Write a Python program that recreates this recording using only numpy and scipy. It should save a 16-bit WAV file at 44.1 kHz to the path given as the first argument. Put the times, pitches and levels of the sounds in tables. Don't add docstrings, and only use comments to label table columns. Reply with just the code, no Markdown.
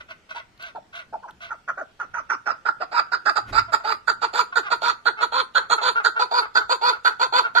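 import sys
import numpy as np
from scipy import signal
from scipy.io import wavfile
from scipy.ndimage import uniform_filter1d, map_coordinates

SR = 44100
rng = np.random.default_rng(int(sys.argv[2]) if len(sys.argv) > 2 else 0)


def voltage_ratio(decibels):
    exponent = np.asarray(decibels, float) / 20
    return 10 ** exponent


def dump(signal):
    limited = np.clip(np.atleast_2d(signal).T, -1, 1)
    pcm = np.round(limited * 32767).astype(np.int16)
    wavfile.write(sys.argv[1], SR, pcm)


N = 335160


def evened(x):
    return x / np.sqrt(np.mean(x ** 2) + 1e-20)


def read(points, hz):
    f, value = np.transpose(points)
    return np.interp(np.log(hz + 1), np.log(f + 1), value)


def track(points, s):
    times, *columns = np.transpose(points)
    return [np.interp(s, times, column) for column in columns]


def add(mix, s, sound):
    part = mix[..., max(round(s * SR), 0):][..., :sound.shape[-1]]
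    part += sound[..., :part.shape[-1]]


def resonate(x, hz, width):
    turn = np.exp(2j * np.pi * np.cumsum(hz * np.ones(len(x))) / SR)
    r = np.exp(-np.pi * width / SR)
    smooth = signal.lfilter([(1 - r) ** 2], [1, -2 * r, r * r], x / turn)
    return 2 * (turn * smooth).real


def modes(x, table, tuning):
    total = 0
    for k, (hz, width, db) in enumerate(table):
        total = total + (-1) ** k * voltage_ratio(db) * resonate(x, hz * tuning, width) / np.sqrt(width)
    return evened(total)


def slow(chance, hz):
    return evened(signal.lfilter(*signal.butter(2, hz, fs=SR), chance))


def delayed(x, samples):
    return map_coordinates(x, [np.arange(N) - samples], order=3)


def shaped(s, length, effort_db, crest, onset_db, end_db):
    crest_s = min(crest * length, length - .01)
    return s, crest_s, length, effort_db + onset_db, effort_db, effort_db + end_db


def syrinx(row, pitch_hz, rough, jitter, sag, sag_s, flutter_db):
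    s, crest, length, onset_db, peak_db, end_db = row
    attack, release = .008, .022
    t = np.arange(0, length + release, 1 / SR)
    wander, flutter, hiss = rng.standard_normal((3, 8000))[:, :len(t)]
    knots = np.maximum.accumulate([0, attack, max(crest, attack + .001), length - .004, length + release])
    effort_db = np.interp(t, knots, [onset_db - 15.5, onset_db, peak_db, end_db, end_db - 19.0])
    to_end = t - length - release
    effort_db -= 30 * np.clip(to_end / .005 + 1, 0, 1) ** 2
    climb = .2 * np.exp(-t / (.2 * length))
    glide = 1 - climb - sag * np.clip((to_end + sag_s) / sag_s, 0, 1) ** 1.6
    turns = np.cumsum(pitch_hz * glide * (1 + jitter * slow(wander, 90))) / SR
    pulses = sum(np.cos(2 * np.pi * k * turns) for k in range(1, 26))
    puffs = (0.91 + np.exp(-(turns % 1) / 0.4)) * hiss
    rough = np.clip(rough, 0, 1)
    drive = (1 - rough) * evened(pulses) + rough * evened(puffs)
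    return effort_db, glide, turns, drive * voltage_ratio(flutter_db * slow(flutter, 100.0))


# start [t/s], length [t/s], effort [level/dB], pitch [f/Hz],
# chest against throat [level/dB]; first the soft clucks
CLUCKS = [(.347, 0.029, -40, 484, 5.5), (.747, 0.024, -39, 461.5, 9), (1.124, .032, -40, 454, 12.5),
          (1.224, .03, -45.5, 531, 10), (1.274, 0.021, -36, 567, -3.5), (1.496, 0.04, -27, 482.4, -10.5),
          (1.675, 0.029, -17, 411.8, -18.5), (1.77, .05, -27.5, 400.3, -4.5),
          (1.992, .043, -24, 494, -13.5), (2.135, 0.06, -21.5, 500.4, -12),
          (2.292, 0.048, -14.5, 526, -15.5), (2.457, 0.057, -16.5, 439.6, -13.5)]
CHUKS = [(2.651, 0.052, -11, 493, -17), (3.116, 0.044, -10, 487.4, -18.5), (3.253, 0.054, -8, 435, -17),
         (4.072, 0.04, -5.5, 483, -19), (4.555, 0.04, -7, 480.4, -15.5), (5.054, 0.041, -7, 490, -15.5),
         (5.547, 0.045, -6, 539.7, -15), (6.041, 0.04, -6, 483.5, -17), (6.549, 0.043, -5.5, 506, -13.5),
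         (7.046, .042, -4.5, 504.3, -15), (7.549, 0.047, -4, 487, -13.5)]
KAS = [(2.8, 0.047, -17.5, 395.6, -10), (3.353, 0.04, -8, 467, -14.5), (3.72, 0.04, -7, 453, -15.5),
       (4.215, 0.044, -8, 489, -13), (4.701, 0.045, -9, 497.3, -11.5), (5.206, 0.045, -10.5, 493.4, -10),
       (5.696, 0.053, -7.5, 496.4, -11), (6.192, 0.051, -10, 506, -7), (6.692, .054, -8.5, 520, -6.5),
       (7.194, 0.061, -8, 514, -7)]
KARS = [(2.912, 0.097, -10.5, 483, -12.5), (3.523, 0.081, -7.5, 447, -16.5),
        (3.835, 0.1, -11.5, 451.7, -12.5), (4.33, 0.092, -10, 494, -10.5), (4.814, 0.1, -9.5, 485.2, -12),
        (5.318, 0.099, -11, 525, -7), (5.812, 0.091, -10, 508.3, -7), (6.308, 0.1, -13, 501, -3.5),
        (6.811, 0.1, -9.5, 507.3, -5.5), (7.322, 0.083, -7, 516, -6)]
# crest [share of length], onset [level/dB], end [level/dB], throat [f/Hz],
# beak [level/dB]
CLUCK = (-1.2, -6.5, -2, 1375, -5.5)
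CHUK = (1.7, -6, -13.5, 1412.5, -11.5)
KA = (0.7, -11.5, -16.5, 1315, -8)
KAR = (3.7, -15.5, -15, 1338, -6.5)
# time [t/s], opening [0-1], tuning of the middle modes [factor],
# aim at the ports [level/dB]
GAPE = [(.3, .45, 0.56, 4), (1.2, 0.36, 1.23, 7), (1.6, 0, 1.3, 5.5), (2.2, 0.28, 1.29, -10.5),
        (2.7, 0.38, 1.027, 0.5), (3.1, 0.7, 1.03, 2.5), (3.7, 0.6, 1.008, 6.5), (4.1, 0.7, 0.98, 2.5),
        (5.6, 0.93, 0.89, 3.5), (6.3, 0.94, 0.97, -0.5), (7.6, 0.86, 0.92, 4)]


def near_notes():
    kinds = [(CLUCKS, CLUCK), (CHUKS, CHUK), (KAS, KA), (KARS, KAR)]
    notes = sorted((*row, *kind) for rows, kind in kinds for row in rows)
    whims_db = 4 * rng.standard_normal((len(notes), 2))
    for note, (high_whim, top_whim) in zip(notes, whims_db):
        s, length, effort_db, pitch_hz, chest_db, crest, onset_db, end_db, throat_hz, beak_db = note
        opening, tuning, aim_db = track(GAPE, s)
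        shut = 1 - opening
        gape = tuning, -5 + 22.5 * shut, -5 + aim_db + high_whim, -2.5 + aim_db + top_whim
        voice = pitch_hz, throat_hz, chest_db, beak_db - 18.5 * shut
        yield shaped(s, length, effort_db, crest, onset_db, end_db), voice, gape


# time [t/s], pitch sag [share], sag length [t/s], fundamental [level/dB],
# roughness [0-1]
MANNER = [(0, 0.45, 0.02, -49, 0.5), (1.6, 0.54, 0.046, -7.5, 0.59), (2.5, 0.71, 0.056, -9, 0.79),
          (3.5, 0.46, 0.043, -4.5, 0.68), (4.5, 0.49, .038, 1, 0.74), (7.6, 0.41, 0.035, -4, 0.48)]
# time [t/s], depth [level/dB]
BREAK_DB = [(0, 2.5), (1.6, 5), (4.9, 4.5), (5.6, 2)]
# centre [f/Hz], width [f/Hz], level [level/dB]
BEAK = [(2347, 770, 0), (3860, 760, -1.5), (4764, 530, 6.5), (6250, 660, -15.5), (7340, 690, -5),
        (9150, 1000, -19.5), (11740, 1500, -22.5)]
# time [t/s], lag of the left port [samples], throat at left [level/dB],
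# beak at left [level/dB]
HEAD = [(0, 7, -1, 0), (1.8, 7, -1, -1), (2.6, 10, -9, -5), (3.7, 9.5, -12, -6), (5, 11, -8, -5),
        (6.1, 11, -8, -5), (6.3, 14.5, -4, -4), (7.6, 14, -5, -4)]


def near_bird():
    chest, throat, beak = np.zeros((3, N))
    for row, (pitch_hz, throat_hz, chest_db, beak_db), gape in near_notes():
        s, peak_db = row[0], row[4]
        sag, sag_s, first_db, rough = track(MANNER, s)
        effort_db, glide, turns, drive = syrinx(row, pitch_hz, rough, jitter=.022, sag=sag, sag_s=sag_s,
                                                flutter_db=2.5)
        late = np.linspace(0, 1, len(turns))
        break_db = np.interp(s, *np.transpose(BREAK_DB))
        breaks = voltage_ratio(break_db * slow(rng.standard_normal(8000), 45)[-len(turns):])
        locked = np.clip(np.arange(len(turns)) / SR / .018, .1, 1) ** 2
        partials = voltage_ratio(first_db + 2.5 * (late - 4.5)) * np.cos(2 * np.pi * turns)
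        partials += glide ** 4 * breaks * np.cos(4 * np.pi * turns)
        breathy = evened(resonate(drive, 1.75 * pitch_hz * glide, 220)) * np.clip(1.05 - 1.3 * late, .15, 1)
        voiced = evened(locked * evened(partials) + .8 * breathy)
        slack_db = np.clip(peak_db - effort_db, 0, 16)
        add(chest, s, voltage_ratio(effort_db + 0.76 * slack_db + chest_db - 3.0) * voiced)
        ring = resonate(drive, throat_hz * glide ** .1 * (1 + 0.086 * (.5 - late)), 270)
        hoarse = evened(evened(ring) - 0.083 * evened(resonate(drive, 1838, 510)))
        add(throat, s, voltage_ratio(effort_db - 3.0) * hoarse)
        tuning, low_db, high_db, top_db = gape
        factors = [1, tuning, tuning, tuning, tuning ** .5, 1, tuning ** .5]
        gains_db = [low_db, 30 * (1 - tuning), 0, 0, high_db, high_db, top_db]
        tract = [(hz * k, w, db + g) for (hz, w, db), k, g in zip(BEAK, factors, gains_db)]
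        add(beak, s, voltage_ratio(effort_db + .35 * slack_db + beak_db - 1.0) * modes(drive, tract, glide ** 0.17))
    lag, throat_db, beak_db = track(HEAD, np.arange(N) / SR)
    shaded = signal.lfilter(*signal.butter(3, 5800, fs=SR), beak)
    left = delayed(voltage_ratio(-1.0) * chest + voltage_ratio(beak_db) * shaded, lag)
    left += voltage_ratio(throat_db) * delayed(throat, lag - 4)
    return np.array([left, chest + throat + beak])


# start [t/s], length [t/s], effort [level/dB], crest [share of length]
FAR = [(0, 0.018, -33.5, .3), (0.081, .052, -36, .7), (0.288, 0.046, -34, .6), (0.341, .065, -31.5, .45),
       (0.591, 0.11, -35, .6), (0.925, .098, -33.5, .4), (1.402, 0.087, -34, .3), (2.532, .023, -40.5, .3),
       (3.04, 0.095, -51.5, .35), (3.44, .073, -43, .8), (3.674, 0.0344, -33.5, .7), (3.793, 0.03, -35, .3),
       (4.276, 0.027, -32, .35), (4.518, 0.022, -24, .7), (4.625, 0.065, -25.5, .8), (4.938, 0.15, -55, .7),
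       (5.165, .059, -21, .8), (5.607, .043, -30, .2), (5.773, .032, -16, .45), (5.949, 0.063, -17.5, .15),
       (6.152, .06, -19.5, .25), (6.415, 0.04, -18, .45), (6.604, 0.029, -22, .45), (6.916, 0.042, -21, .3),
       (7.096, 0.036, -26, .3), (7.426, 0.057, -21, .45)]
# time [t/s], pitch [f/Hz], beak [level/dB], roughness [0-1]
FAR_VOICE = [(0, 357, -2, .55), (1.5, 357, -2, .55), (2.5, 390, -11, .4), (3.7, 392, -14, .17),
             (4.4, 430, -12, .2), (5.7, 500, -15, .14), (7.6, 500, -15, .16)]
# centre [f/Hz], width [f/Hz], level [level/dB]
FAR_THROAT = [(740, 167, -5.5), (1208, 193, 0), (1560, 120, 8)]
# centre [f/Hz], width [f/Hz], level [level/dB]
FAR_BEAK = [(2260, 233, -0.5), (2696, 350, -2.5), (3430, 1900, -1), (6420, 930, -13.5),
            (9200, 11000, -14.5)]


def far_bird():
    out = np.zeros(N)
    for note in FAR:
        row = shaped(*note, onset_db=-8, end_db=-9)
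        pitch_hz, beak_db, rough = track(FAR_VOICE, row[0])
        effort_db, glide, turns, drive = syrinx(row, pitch_hz, rough, jitter=.015, sag=.3, sag_s=.08,
                                                flutter_db=2.6)
        tilted = [(hz, w, db + beak_db * hz / 4000) for hz, w, db in FAR_BEAK]
        voice = modes(drive, FAR_THROAT, glide ** 0.56) + voltage_ratio(beak_db) * modes(drive, tilted, glide ** 0.56)
        add(out, row[0], voltage_ratio(effort_db - 1.0) * evened(voice))
    return np.array([out, voltage_ratio(1.0) * delayed(out, 9.9)])


# time [t/s], peak [level/dB], ring [f/Hz]
CLAWS = [
    (0.577, -53.5, 3900),
    (0.626, -37, 4240),
    (0.638, -52, 4260),
    (1.309, -46.5, 3550),
]


def claws():
    out, t = np.zeros(N), np.arange(600) / SR
    for s, db, hz in CLAWS:
        tick = rng.standard_normal(600) * voltage_ratio(-60 * t / 0.014)
        ring = evened(resonate(tick, hz, 1100)) * voltage_ratio(-60 * t / 0.024)
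        add(out, s, voltage_ratio(db - 0.5) * (tick + 0.46 * ring))
    return np.array([out, delayed(out, -2.0)])


# band [f/Hz], t60 [t/s]
YARD = [(300, 0.3), (1400, 0.28), (3000, 0.22), (6000, 0.24), (9000, 0.21)]
# band [f/Hz], t60 [t/s]
CAGE = [(300, 0.074), (1400, 0.096), (4000, 0.074), (9000, 0.034)]


def echo(x, decays, first):
    taps = np.zeros((2, SR // 2))
    slots = np.arange(first, SR // 2 - 20, 20)
    at = slots + rng.integers(0, 20, (2, len(slots)))
    np.put_along_axis(taps, at, rng.choice([-1., 1.], at.shape), 1)
    hz, t, z = signal.stft(taps, SR, nperseg=256)
    tail = signal.istft(z * voltage_ratio(-60 * t / read(decays, hz)[:, None]), SR, nperseg=256)[1]
    return signal.fftconvolve(x[None], tail / np.linalg.norm(tail[0]), axes=1)[:, :N]


# frequency [f/Hz], density [level/dB]
FLOOR = [(15, -53), (25, -8.5), (82, -7), (448, -14.5), (2700, -21), (7420, -31.5), (12600, -41.5),
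         (14000, -44)]


def floor():
    frames, hz = N // 256 + 5, np.fft.rfftfreq(1024, 1 / SR)
    a, b, c, d, patches = rng.standard_normal((frames, 513, 5)).T
    patches_db = 2 * evened(uniform_filter1d(uniform_filter1d(patches, 7, 0), 18, 1))
    same = np.clip(read([(60, 0.47), (250, 1.0), (1000, 0.17)], hz), 0, 1)[:, None]
    left = a + 1j * b
    z = np.array([left, same * left + np.sqrt(1 - same ** 2) * (c + 1j * d)])
    z = z * voltage_ratio(read(FLOOR, hz)[:, None] + patches_db)
    return voltage_ratio(-60.5 + 2.0) * evened(signal.istft(z, nperseg=1024, noverlap=768)[1][:, :N])


def gust():
    crest_s, crest_db, rise_db_s, fall_db_s = 3.52, -35, 223, 110
    lumps = rng.standard_normal((2, N))
    rumble = .6 * evened(resonate(lumps[0], 50, 30))
    rumble += 1.2 * evened(resonate(lumps[1], 105, 41))
    rumble += 0.48 * evened(resonate(lumps[1], 230, 200))
    since = np.arange(N) / SR - crest_s
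    gust_db = crest_db + np.minimum(rise_db_s * since, -fall_db_s * since)
    hiss = voltage_ratio(crest_db - 10 - (since / .008 + 2.8) ** 2) * evened(resonate(lumps[0], 1000, 4500))
    return voltage_ratio(gust_db) * evened(rumble) * voltage_ratio([[-1.2], [1.2]]) + hiss


def scene():
    near, far = near_bird(), far_bird()
    yard = echo(voltage_ratio(-16.0) * near[1] + voltage_ratio(-12.5) * far[0], YARD, 300)
    cage = echo(voltage_ratio(-9) * near[1] + voltage_ratio(-6) * far[0], CAGE, 40)
    no_bass = signal.butter(6, 230, "high", fs=SR, output="sos")
    birds = signal.sosfilt(no_bass, near + far + yard + voltage_ratio(-3) * cage)
    return birds + claws() + floor() + gust()


# frequency [f/Hz], offset [level/dB]
MASK = [(1500, -40), (2300, -24), (3000, -10), (6000, -7), (8000, -1), (12000, 0)]


def thinned(x):
    hz, t, z = signal.stft(x, SR, nperseg=2048, noverlap=1536)
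    power = abs(z) ** 2
    level_db = 20 * np.log10(abs(z) + 1e-12)
    near_db = 10 * np.log10(abs(uniform_filter1d(power, 110, 1)) + 1e-24)
    band_db = 10 * np.log10(abs(uniform_filter1d(power, 12, 1)) + 1e-24)
    whim = evened(uniform_filter1d(rng.standard_normal((len(t), 65, 2)), 5, 0))
    whim = whim.T.repeat(16, 1)[:, :len(hz)]
    line_db = near_db + read(MASK, hz)[:, None] + 6 * whim
    valley = band_db < near_db - 7 - 11 * (hz[:, None] < 2700) + 2.5 * whim
    emptied = valley & (hz[:, None] > 1600)
    return signal.istft(z * (level_db > line_db) * ~emptied, SR, nperseg=2048, noverlap=1536)[1][:, :N]


# frequency [f/Hz], rms [level/dB]
FILL = [(8436, -74), (8990, -79), (9189, -72), (9938, -71), (10686, -81), (11440, -74), (12188, -81),
        (12936, -84)]


def fill_tones(x):
    band = signal.butter(4, [3000, 8000], "band", fs=SR, output="sos")
    bright = signal.sosfilt(band, x)
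    level = np.sqrt(abs(uniform_filter1d(bright ** 2, 2600, axis=1, origin=700)))
    level = level / np.sqrt(np.mean(level[1, N // 2:] ** 2))
    t = np.arange(N) / SR
    tones = np.zeros(N)
    for chance, (hz, db) in zip(rng.standard_normal((len(FILL), N)), FILL):
        gate = uniform_filter1d(1. * (slow(chance, 6) > -.2), 200)
        tones += voltage_ratio(db + 7) * gate * np.sin(2 * np.pi * hz * t)
    return level * tones * (t > 3.2) * voltage_ratio([[-4], [3]])


def top_cut(x):
    return signal.sosfilt(signal.butter(12, 14480, fs=SR, output="sos"), x)


def record(dry):
    kept = thinned(np.tanh(dry))
    return top_cut(kept + fill_tones(kept))


dry = scene()
out = record(dry)
dump(out)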